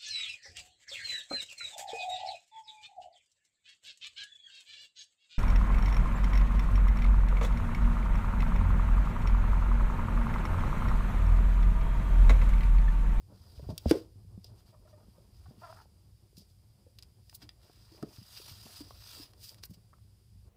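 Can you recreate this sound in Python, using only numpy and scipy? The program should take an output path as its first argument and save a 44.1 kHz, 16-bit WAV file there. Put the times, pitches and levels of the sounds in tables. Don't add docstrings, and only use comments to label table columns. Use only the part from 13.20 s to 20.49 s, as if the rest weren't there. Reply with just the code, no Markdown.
import sys
import numpy as np
from scipy import signal
from scipy.fft import rfft, irfft, next_fast_len
from scipy.io import wavfile
from scipy.ndimage import uniform_filter1d, map_coordinates

SR = 44100
rng = np.random.default_rng(int(sys.argv[2]) if len(sys.argv) > 2 else 0)


def waveform_to_disk(signal):
    frames = np.transpose(np.atleast_2d(signal))
    scaled = np.clip(frames, -1, 1) * 32767
    samples = np.round(scaled).astype(np.int16)
    wavfile.write(sys.argv[1], SR, samples)


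N = 321489


def amp(db):
    return 10 ** (np.asarray(db) / 20)


def unit(x):
    return x / np.sqrt(np.mean(x ** 2) + 1e-20)


def along(points, hz):
    f, v = np.transpose(points)
    return np.interp(np.log(hz + 1), np.log(f + 1), v)


def curve(rows, outside=None):
    return np.interp(np.arange(N) / SR, *np.transpose(rows), left=outside, right=outside)


STROKE_ROUNDNESS = 0.63


def strokes(rows):
    t = np.arange(N) / SR
    gain = np.zeros(N)
    for start, length, db in rows:
        progress = np.clip((t - start) / length, 0, 1)
        gain += amp(db) * np.abs(np.sin(np.pi * progress)) ** STROKE_ROUNDNESS
    return gain


def wobble(rate, size=N):
    knots = rng.standard_normal(size // 50)
    return map_coordinates(knots, [np.arange(size) * rate / SR])


def filtered(x, response):
    m = next_fast_len(len(x) + SR // 4)
    return irfft(rfft(x, m) * response(np.fft.rfftfreq(m, 1 / SR)), m)[:len(x)]


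def resonance(f, hz, width):
    return 1j * f * width / (hz * hz - f * f + 1j * f * width)


def coloured(x, spectrum, tilt=0):
    def response(f):
        return amp(along(spectrum, f) + tilt * np.log2(np.maximum(f, 1000)))
    return unit(filtered(x, response))


def add(track, s, sound):
    part = track[max(round(s * SR), 0):][:len(sound)]
    part += sound[:len(part)]


def blow(db, hz, t60, scuff_db, soft_cycles, scuff_reach):
    t = np.arange(SR // 4) / SR
    shape = (1 - np.exp(-t * hz / soft_cycles)) * amp(-60 * t / t60)

    def dull(f):
        return resonance(f, hz, hz) / (1 + (f / (scuff_reach * hz)) ** 4)

    scuff = unit(filtered(rng.standard_normal(len(t)), dull))
    swing = np.sin(2 * np.pi * hz * t)
    return amp(db) * shape / shape.max() * (swing + amp(scuff_db) * scuff)


# (time [s], level [dB], pitch [Hz], scuff against swing [dB], t60 [s])
BOOK_KNOCKS = [(0.395, -44.5, 466, -1.5, 0.03), (0.489, -36, 330, 0, 0.0094),
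               (0.491, -51.5, 887, -3, 0.088), (0.502, -45, 630, -3, 0.088),
               (0.658, -24.5, 522, -11, 0.011), (0.658, -24, 227, -2, 0.034), (0.711, -9, 379, -44, 0.019),
               (0.7171, -10.5, 337, -40, 0.015), (0.712, -40, 857, -11, 0.09),
               (0.736, -30.5, 528, -9, 0.047), (0.752, -28, 382, -12, 0.057),
               (0.797, -45.5, 494, -10, 0.064), (1.246, -63.5, 590, 3.5, .04), (1.776, -59, 346, -8, 0.027),
               (1.981, -56, 537, -11, 0.033), (2.31, -53, 417, -3, 0.015), (2.341, -60, 340, -12, 0.015),
               (2.656, -62, 550, 2, 0.012), (3.129, -60.5, 384, -5, 0.017), (3.22, -57.5, 405, -3, 0.013),
               (3.665, -56, 494, -7.5, 0.07), (4.227, -55.5, 297, -5, 0.17), (4.461, -68, 389, -8, 0.025),
               (4.497, -55, 743, 2, 0.017), (4.572, -63, 410, -1.5, 0.016), (4.61, -66, 407, -0.5, .018),
               (4.717, -52, 327, -13, 0.075), (4.744, -64, 480, 6, 0.022),
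               (4.8268, -47.5, 1270, -5.5, 0.042), (4.828, -40.5, 656, -6, 0.018),
               (4.8333, -28.5, 286, -6.5, 0.022), (4.839, -46, 420, -2, 0.064), (5.199, -58, 386, 2, 0.018),
               (5.313, -63, 306, -6, 0.0093), (5.455, -45, 229, -4.5, 0.039), (5.463, -59, 850, 5, 0.029),
               (5.606, -39.5, 284, -10.5, .05), (5.707, -48.5, 1080, 0.5, 0.017),
               (5.997, -48, 292, -17, 0.06), (6.434, -62.5, 400, 4, 0.035),
               (6.731, -53.5, 1095, -8.5, 0.012), (6.7364, -55, 1287, -9, .02),
               (6.782, -69.5, 1296, -0.5, 0.034)]
SHELF_DB = -64.5
BOARD_LOW_HZ = 158.6


def knocks():
    out = np.zeros(N)
    for s, db, hz, scuff_db, t60 in BOOK_KNOCKS:
        thud = blow(db, hz, t60, scuff_db, soft_cycles=0.68, scuff_reach=1.3)
        add(out, s, thud)
        add(out, s, amp(SHELF_DB) * signal.fftconvolve(thud, shelf_ring()))

    width = BOARD_LOW_HZ * np.sqrt(2)
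    return filtered(out, lambda f: resonance(f, BOARD_LOW_HZ, width) * 1j * f / width)


# (pitch [Hz], level before scatter [dB], t60 [s])
SHELF_MODES = [(282, -5.5, .24), (324, 1.5, 0.22), (371.5, -6.5, 0.067), (432, -5.5, 0.18),
               (463.8, -1.5, 0.24), (509, -4.5, .2), (561, 3, 0.15), (562, 3, 0.2), (840, -6, 0.17),
               (1022, -8, 0.13), (1115, -4, 0.16), (1330, -1, .15)]
RING_SCATTER_DB, RING_WANDER_RAD, RING_WANDER_PER_S = 2, .8, 55


def shelf_ring():
    t = np.arange(SR // 2) / SR
    ring = np.zeros(len(t))
    for hz, db, t60 in SHELF_MODES:
        fade = amp(db + RING_SCATTER_DB * rng.standard_normal() - 60 * t / t60)
        wander = RING_WANDER_RAD * wobble(RING_WANDER_PER_S, size=len(t))
        ring += fade * np.cos(2 * np.pi * hz * t + wander)
    return ring


def grains(size, spread_db):
    strength = np.repeat(rng.standard_normal(size // 16 + 1), 16)[:size]
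    return rng.standard_normal(size) * amp(spread_db * strength)


# (frequency [Hz], density [dB per Hz])
PAPER_SPECTRUM = [(150, -34), (500, -5), (1000, -1), (2000, -2.5), (3300, 3), (6200, -3), (9000, -1.5),
                  (12000, -3), (15000, -1)]


def paper(size, spread_db, tilt, low_hz):
    contact = filtered(grains(size, spread_db), lambda f: f ** 3 / np.hypot(f ** 3, low_hz ** 3))
    return coloured(contact, PAPER_SPECTRUM, tilt)


# (time [s], relative level [dB], tilt [dB per octave], low corner [Hz], t60 of the body [s])
COVER_CLICKS = [(0.579, -26.5, 0.5, 1890, 0.014), (0.696, -34, 5, 2490, 0.016),
                (0.7111, -22, -5.5, 1100, 0.023), (1.244, -49.5, -6, 3930, 0.035),
                (3.169, -53.5, -5, 4040, .025), (3.787, -45.5, -2, 1720, 0.029),
                (3.825, -49.5, -1.5, 790, 0.035), (3.831, -52, -1, 1473, .023),
                (4.096, -46, -1, 1490, 0.013), (4.128, -51, -12, 687, 0.02), (4.219, -54.5, -14, 590, .03),
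                (4.146, -51, 1.5, 3500, .04), (4.291, -41.5, -9.5, 2100, .015),
                (6.2925, -42, -5.5, 4030, .012), (6.3445, -48, -3, 1510, .012),
                (6.4365, -39.5, -2, 600, .02), (4.827, -46.5, -2, 600, 0.029), (6.134, -54, -3.5, 926, .02),
                (6.445, -48.5, 3, 1500, .023), (6.453, -36, 9.5, 2050, 0.036)]
SNAP_DB, SNAP_T60_S = 4, .004
WALL_ECHO_S, WALL_ECHO_DB = 0.0026, -12


def clicks():
    out, t = np.zeros(N), np.arange(SR // 8) / SR
    for s, db, tilt, low_hz, t60 in COVER_CLICKS:
        body = amp(-60 * t / t60)
        snap = amp(SNAP_DB - 60 * t / SNAP_T60_S)
        noise = unit((body + snap) * paper(len(t), spread_db=5, tilt=tilt, low_hz=low_hz))
        body_rms = np.sqrt(np.mean(body ** 2))
        crack = amp(db - 4.5) * body_rms * noise
        add(out, s, crack)
        add(out, s + WALL_ECHO_S, amp(WALL_ECHO_DB) * crack)
    return out


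# (time of peak [s], level [dB], last 20 dB of rise [s], tilt [dB per octave], low corner [Hz])
PAPER_BRUSHES = [(0.505, -60, 0.023, -4, 2900), (0.62, -65.5, 0.1, 3.5, 2000), (0.704, -46, 0.05, -3, 1360),
                 (0.765, -57, 0.067, -1.5, 500), (1.265, -68.5, 0.049, -6, 3770),
                 (2.47, -68, 0.1, -13, 1490), (3.184, -55, 0.021, 0.5, 4046), (3.215, -68, 0.041, -5, 4000),
                 (3.301, -74.5, 0.046, -2, 3800), (4.11, -68.5, 0.1, 2, 3462),
                 (4.152, -43.5, .014, 6.5, 2540), (4.227, -57, 0.025, -3, 502),
                 (5.172, -56, 0.045, -6.5, 2590), (5.283, -60, 0.029, -8, 2500),
                 (5.562, -59, 0.036, -7, 3140), (6.244, -51, 0.061, 2, 1270),
                 (6.293, -53.5, 0.056, 2.5, 947), (6.387, -65, 0.017, -4, 490),
                 (6.437, -46.5, 0.0088, 0, 816), (6.449, -42, .007, 14, 12000),
                 (6.508, -60.5, 0.02, 4.5, 2060), (6.542, -58, 0.013, 0, 1790)]
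BRUSH_FADE = 3.7


def brushes():
    out, t = np.zeros(N), np.arange(-SR // 8, SR // 4) / SR
    for s, db, rise, tilt, low_hz in PAPER_BRUSHES:
        shape_db = np.where(t < 0, 20 * t / rise, -60 * t / (BRUSH_FADE * rise))
        noise = paper(len(t), spread_db=3.0, tilt=tilt, low_hz=low_hz)
        add(out, s + t[0], amp(db + shape_db) * noise)
    return out


def patchy(x, depth_db):
    z = signal.stft(x, nperseg=512)[2]
    field = uniform_filter1d(rng.standard_normal(z.shape), size=9, axis=0)
    field = uniform_filter1d(field, size=14, axis=1)
    return unit(signal.istft(z * amp(depth_db * unit(field)), nperseg=512)[1][:N])


# (start [s], length [s], relative level [dB])
LIGHT_SLIDES = [(0.1, 0.53, -69), (1.35, 0.086, -71.5), (1.455, 0.068, -69.5), (1.668, 0.063, -69.5),
                (1.76, 0.42, -78.5), (2.11, 0.26, -73.5), (2.36, 0.3, -66)]
# (time [s], friction level [dB], lift of the bright patch [dB])
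BOOK_PUSH = [(4.37, -86, -22.5), (4.432, -68.5, -10.5), (4.62, -71, -2.5), (4.812, -66.5, -15),
             (4.87, -73, 0), (4.915, -68.5, 4), (4.964, -64.5, 2.5), (4.998, -70.5, 4.5),
             (5.184, -60.5, 5.5), (5.228, -63, 6), (5.286, -58.5, 3), (5.344, -62, 3), (5.5, -61, 1.5),
             (5.565, -61, 4.5), (5.608, -57, 0.5), (5.632, -72.5, 10.5), (5.743, -69, 4), (5.938, -57.5, 5),
             (6.042, -64.5, 10), (6.08, -71, 0), (6.12, -78, 7)]
DULL_DB, BRIGHT_DB, DRIFT_DB = -3.5, -1, .8
CATCH_DB = -9


def slides():
    push = amp(curve([(s, db) for s, db, _ in BOOK_PUSH], outside=-np.inf))
    level = amp(-2.5) * strokes(LIGHT_SLIDES) + push
    bright_db = curve([(s, db) for s, _, db in BOOK_PUSH], outside=0)

    dull = patchy(coloured(grains(N, spread_db=-1.5), PAPER_SPECTRUM, tilt=-1.3), depth_db=1.5)
    dull *= amp(DULL_DB + DRIFT_DB * wobble(20))
    bright = patchy(coloured(grains(N, spread_db=-1.5), PAPER_SPECTRUM, tilt=0.87), depth_db=2.5)
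    bright *= amp(BRIGHT_DB + bright_db + DRIFT_DB * wobble(14))

    flutter = amp(1.6 * wobble(130))
    return level * flutter * (dull + bright + amp(CATCH_DB) * catches())


CATCHES_PER_S, CATCH_HZ, CATCH_CYCLES = 260, 2300, 6


def catches():
    draws = rng.random((round(CATCHES_PER_S * N / SR), 3))
    when, pitch, strength = draws.T[:, :, None]
    n = np.arange(SR // 150)
    cycles = CATCH_HZ * 2 ** (3 * (pitch - .5)) * n / SR
    ticks = amp(20 * strength) * amp(-60 * cycles / CATCH_CYCLES) * np.sin(2 * np.pi * cycles)
    places = (when * N).astype(int) + n
    return unit(np.bincount(places.ravel(), ticks.ravel(), N)[:N])


# (time [s], length [s], relative level [dB], slip rate [per s], glide [share of the rate],
#  cover pitch [factor], scrape against slips [dB])
CREAK_RUBS = [(1.521, 0.026, -63, 320, 0.097, 0.78, 0.5), (1.534, 0.022, -63, 600, -0.14, 1, -1),
              (1.648, 0.019, -61, 630, -0.11, 0.89, -13.5), (1.671, 0.014, -64.5, 340, -.05, 1.26, -11),
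              (1.694, 0.031, -70, 310, -0.081, 0.81, -7), (1.726, 0.024, -54, 610, -0.057, 0.74, -11),
              (1.771, 0.025, -65.5, 310, 0.036, 0.78, 5), (1.792, 0.028, -65, 150, -0.025, 0.77, 3),
              (1.806, 0.048, -72, 410, 0.086, 1.17, -6), (1.937, 0.055, -74.5, 310, -0.072, 1, 5),
              (2.255, 0.016, -60.5, 375, -0.07, 1.29, -4), (2.413, 0.016, -51, 308, -.03, 1.1, -6),
              (2.425, 0.041, -46, 338, -.13, 1.16, -9), (2.458, 0.028, -53.5, 308, -.02, 1.12, -4),
              (2.484, 0.033, -50, 322, .08, 1.04, -7), (2.524, 0.0041, -48.5, 360, -0.031, 1.25, -3),
              (2.531, 0.11, -66, 190, -0.065, 1.3, 0), (2.568, 0.0089, -52.5, 640, -0.033, 1.38, -7),
              (2.585, 0.0051, -52.5, 460, -0.074, 1.37, -5), (2.597, 0.0082, -51.5, 485, -0.084, 1.2, -9),
              (2.606, 0.016, -57, 440, -0.2, 1.05, -11)]
# (pitch before the rub's factor [Hz], width [Hz], level [dB])
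COVER_MODES = [(618, 120, 9.5), (1052, 480, 7), (1312, 294, 5), (1590, 180, -8)]
SLIP_JITTER = 0.015


def creak():
    out, t = np.zeros(N), np.arange(SR // 5) / SR
    for s, length, db, rate, glide, pitch, scrape_db in CREAK_RUBS:
        progress = np.minimum(t / length, 1)
        jitter = SLIP_JITTER * wobble(150, size=len(t))
        speed = rate * np.exp(jitter + glide * (progress - .5))
        slips = np.diff(np.floor(np.cumsum(speed) / SR), prepend=-1)
        slips = slips * amp(1.6 * wobble(430, size=len(t)))
        scrape = amp(scrape_db) * rng.standard_normal(len(t))
        drive = (unit(slips) + scrape) * np.sin(np.pi * progress)

        def touched_cover(f):
            modes = sum((-1) ** k * amp(g) * resonance(f, hz * pitch, width)
                        for k, (hz, width, g) in enumerate(COVER_MODES))
            return modes / (1 + (f / 3500) ** 2)

        add(out, s, amp(db + 6.5) * filtered(drive, touched_cover))
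    return out


# (start [s], length [s], level [dB])
GRIP_SHIFTS = [(0.2, 0.71, -67), (1.15, 1.04, -77), (2.2, 0.48, -70), (3.0, 1.28, -82), (4.35, 0.15, -66.5),
               (4.69, 0.27, -65.5), (5.2, 1.61, -73.5), (5.61, 0.12, -83), (5.96, 0.047, -82)]
# (frequency [Hz], density [dB per Hz])
SKIN_SPECTRUM = [(100, -8.5), (220, -1.5), (500, 2), (900, -4), (1600, -17), (4000, -36)]


def grip():
    bursts = amp(5.5 * wobble(55))
    skin = coloured(rng.standard_normal(N), SKIN_SPECTRUM)
    return strokes(GRIP_SHIFTS) * unit(bursts * skin)


# (time [s], level [dB], pitch [Hz])
CAMERA_BUMPS = [(0.378, -38, 68), (0.427, -37.5, 132), (0.467, -33, 71.4), (0.488, -28, 100),
                (0.498, -34, 195), (0.525, -33.5, 158), (0.66, -19, 72), (0.958, -41, 101),
                (1.048, -48, 165), (1.177, -38.5, 182), (1.595, -57.5, 227), (1.883, -50, 201),
                (1.979, -53, 172), (2.284, -44.5, 133), (2.308, -49.5, 223), (2.38, -49, 204),
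                (3.178, -44.5, 173), (3.204, -52.5, 192.4), (4.826, -34.5, 155.7), (4.984, -42.5, 119),
                (5.016, -47.5, 189), (5.314, -43.5, 99), (6.497, -42.5, 109.8), (6.511, -42, 178),
                (6.571, -50.5, 168), (6.644, -53, 115), (6.85, -52.5, 106.5), (6.928, -54, 99.7),
                (7.156, -52.5, 173)]
BUMP_CYCLES = 11.9
CASE_LOW_HZ = 41


def bumps():
    out = np.zeros(N)
    for s, db, hz in CAMERA_BUMPS:
        add(out, s, blow(db, hz, BUMP_CYCLES / hz, scuff_db=-15.5, soft_cycles=0.083, scuff_reach=2.1))
    return filtered(out, lambda f: 1j * f / (1j * f + CASE_LOW_HZ))


# (frequency [Hz], density [dB per Hz])
RUMBLE_SPECTRUM = [(15, -33.5), (28, -20), (48, -3), (110, 0.5), (150, -23), (190, -13), (270, -29.5),
                   (340, -22.5), (450, -29.5), (940, -36), (1500, -45.5), (3000, -89.5)]
# (time [s], level before the swells [dB])
RUMBLE_COURSE = [(0.1, -56.5), (1.1, -57), (1.9, -59.5), (2.95, -59.5), (3.4, -63.5), (4.1, -62),
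                 (5.5, -62), (6.6, -62), (7.29, -58.5)]
# (frequency [Hz], density [dB per Hz])
HISS_SPECTRUM = [(300, -5), (1500, -2), (3300, 0.5), (5000, -4.5), (6500, -4), (9000, 2.5), (12000, 0),
                 (15000, -3.5)]
RUMBLE_SPLIT_HZ = 120


def background():
    noise = coloured(rng.standard_normal(N), RUMBLE_SPECTRUM)
    deep = filtered(noise, lambda f: 1 / (1 + (f / RUMBLE_SPLIT_HZ) ** 4))
    swelling = amp(3 * wobble(12)) * deep + amp(4.2 * wobble(17)) * (noise - deep)
    rumble = amp(curve(RUMBLE_COURSE)) * swelling

    drone = filtered(rng.standard_normal(N), lambda f: resonance(f, hz=101.1, width=60) ** 2)
    hiss = coloured(rng.standard_normal(N), HISS_SPECTRUM)
    return rumble + amp(-67.0) * unit(drone) + amp(-77.0) * hiss


# (frequency [Hz], t60 [s])
ROOM_DECAY = [(100, 0.21), (500, 0.3), (4000, 0.088), (14000, 0.023)]


def room(x):
    hz, t, z = signal.stft(rng.standard_normal(SR // 2), SR, nperseg=256)
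    fade = amp(-60 * t / along(ROOM_DECAY, hz)[:, None])
    tail = signal.istft(z * fade, SR, nperseg=256)[1]
    return signal.fftconvolve(x, tail / np.linalg.norm(tail))[:N]


KNOCK_ROOM_DB, PAPER_ROOM_DB = -19, -12


def scene():
    blows = knocks()
    handling = clicks() + brushes() + slides() + creak() + grip()
    echo = room(amp(KNOCK_ROOM_DB) * blows + amp(PAPER_ROOM_DB) * handling)
    return (blows + handling + echo + background() + bumps())[None]


# (pitch [Hz], width [Hz], level [dB])
PORT_MODES = [(4803, 310, 6.5), (4970, 428, 10.5), (6720, 110, -6.5)]
TOP_HZ = 15600


def record(dry):
    def port(f):
        ringing = sum(amp(db) * resonance(f, hz, width) for hz, width, db in PORT_MODES)
        return (1 + ringing) * (f < TOP_HZ)
    return filtered(dry[0], port)[None]


dry = scene()
out = record(dry)
waveform_to_disk(out)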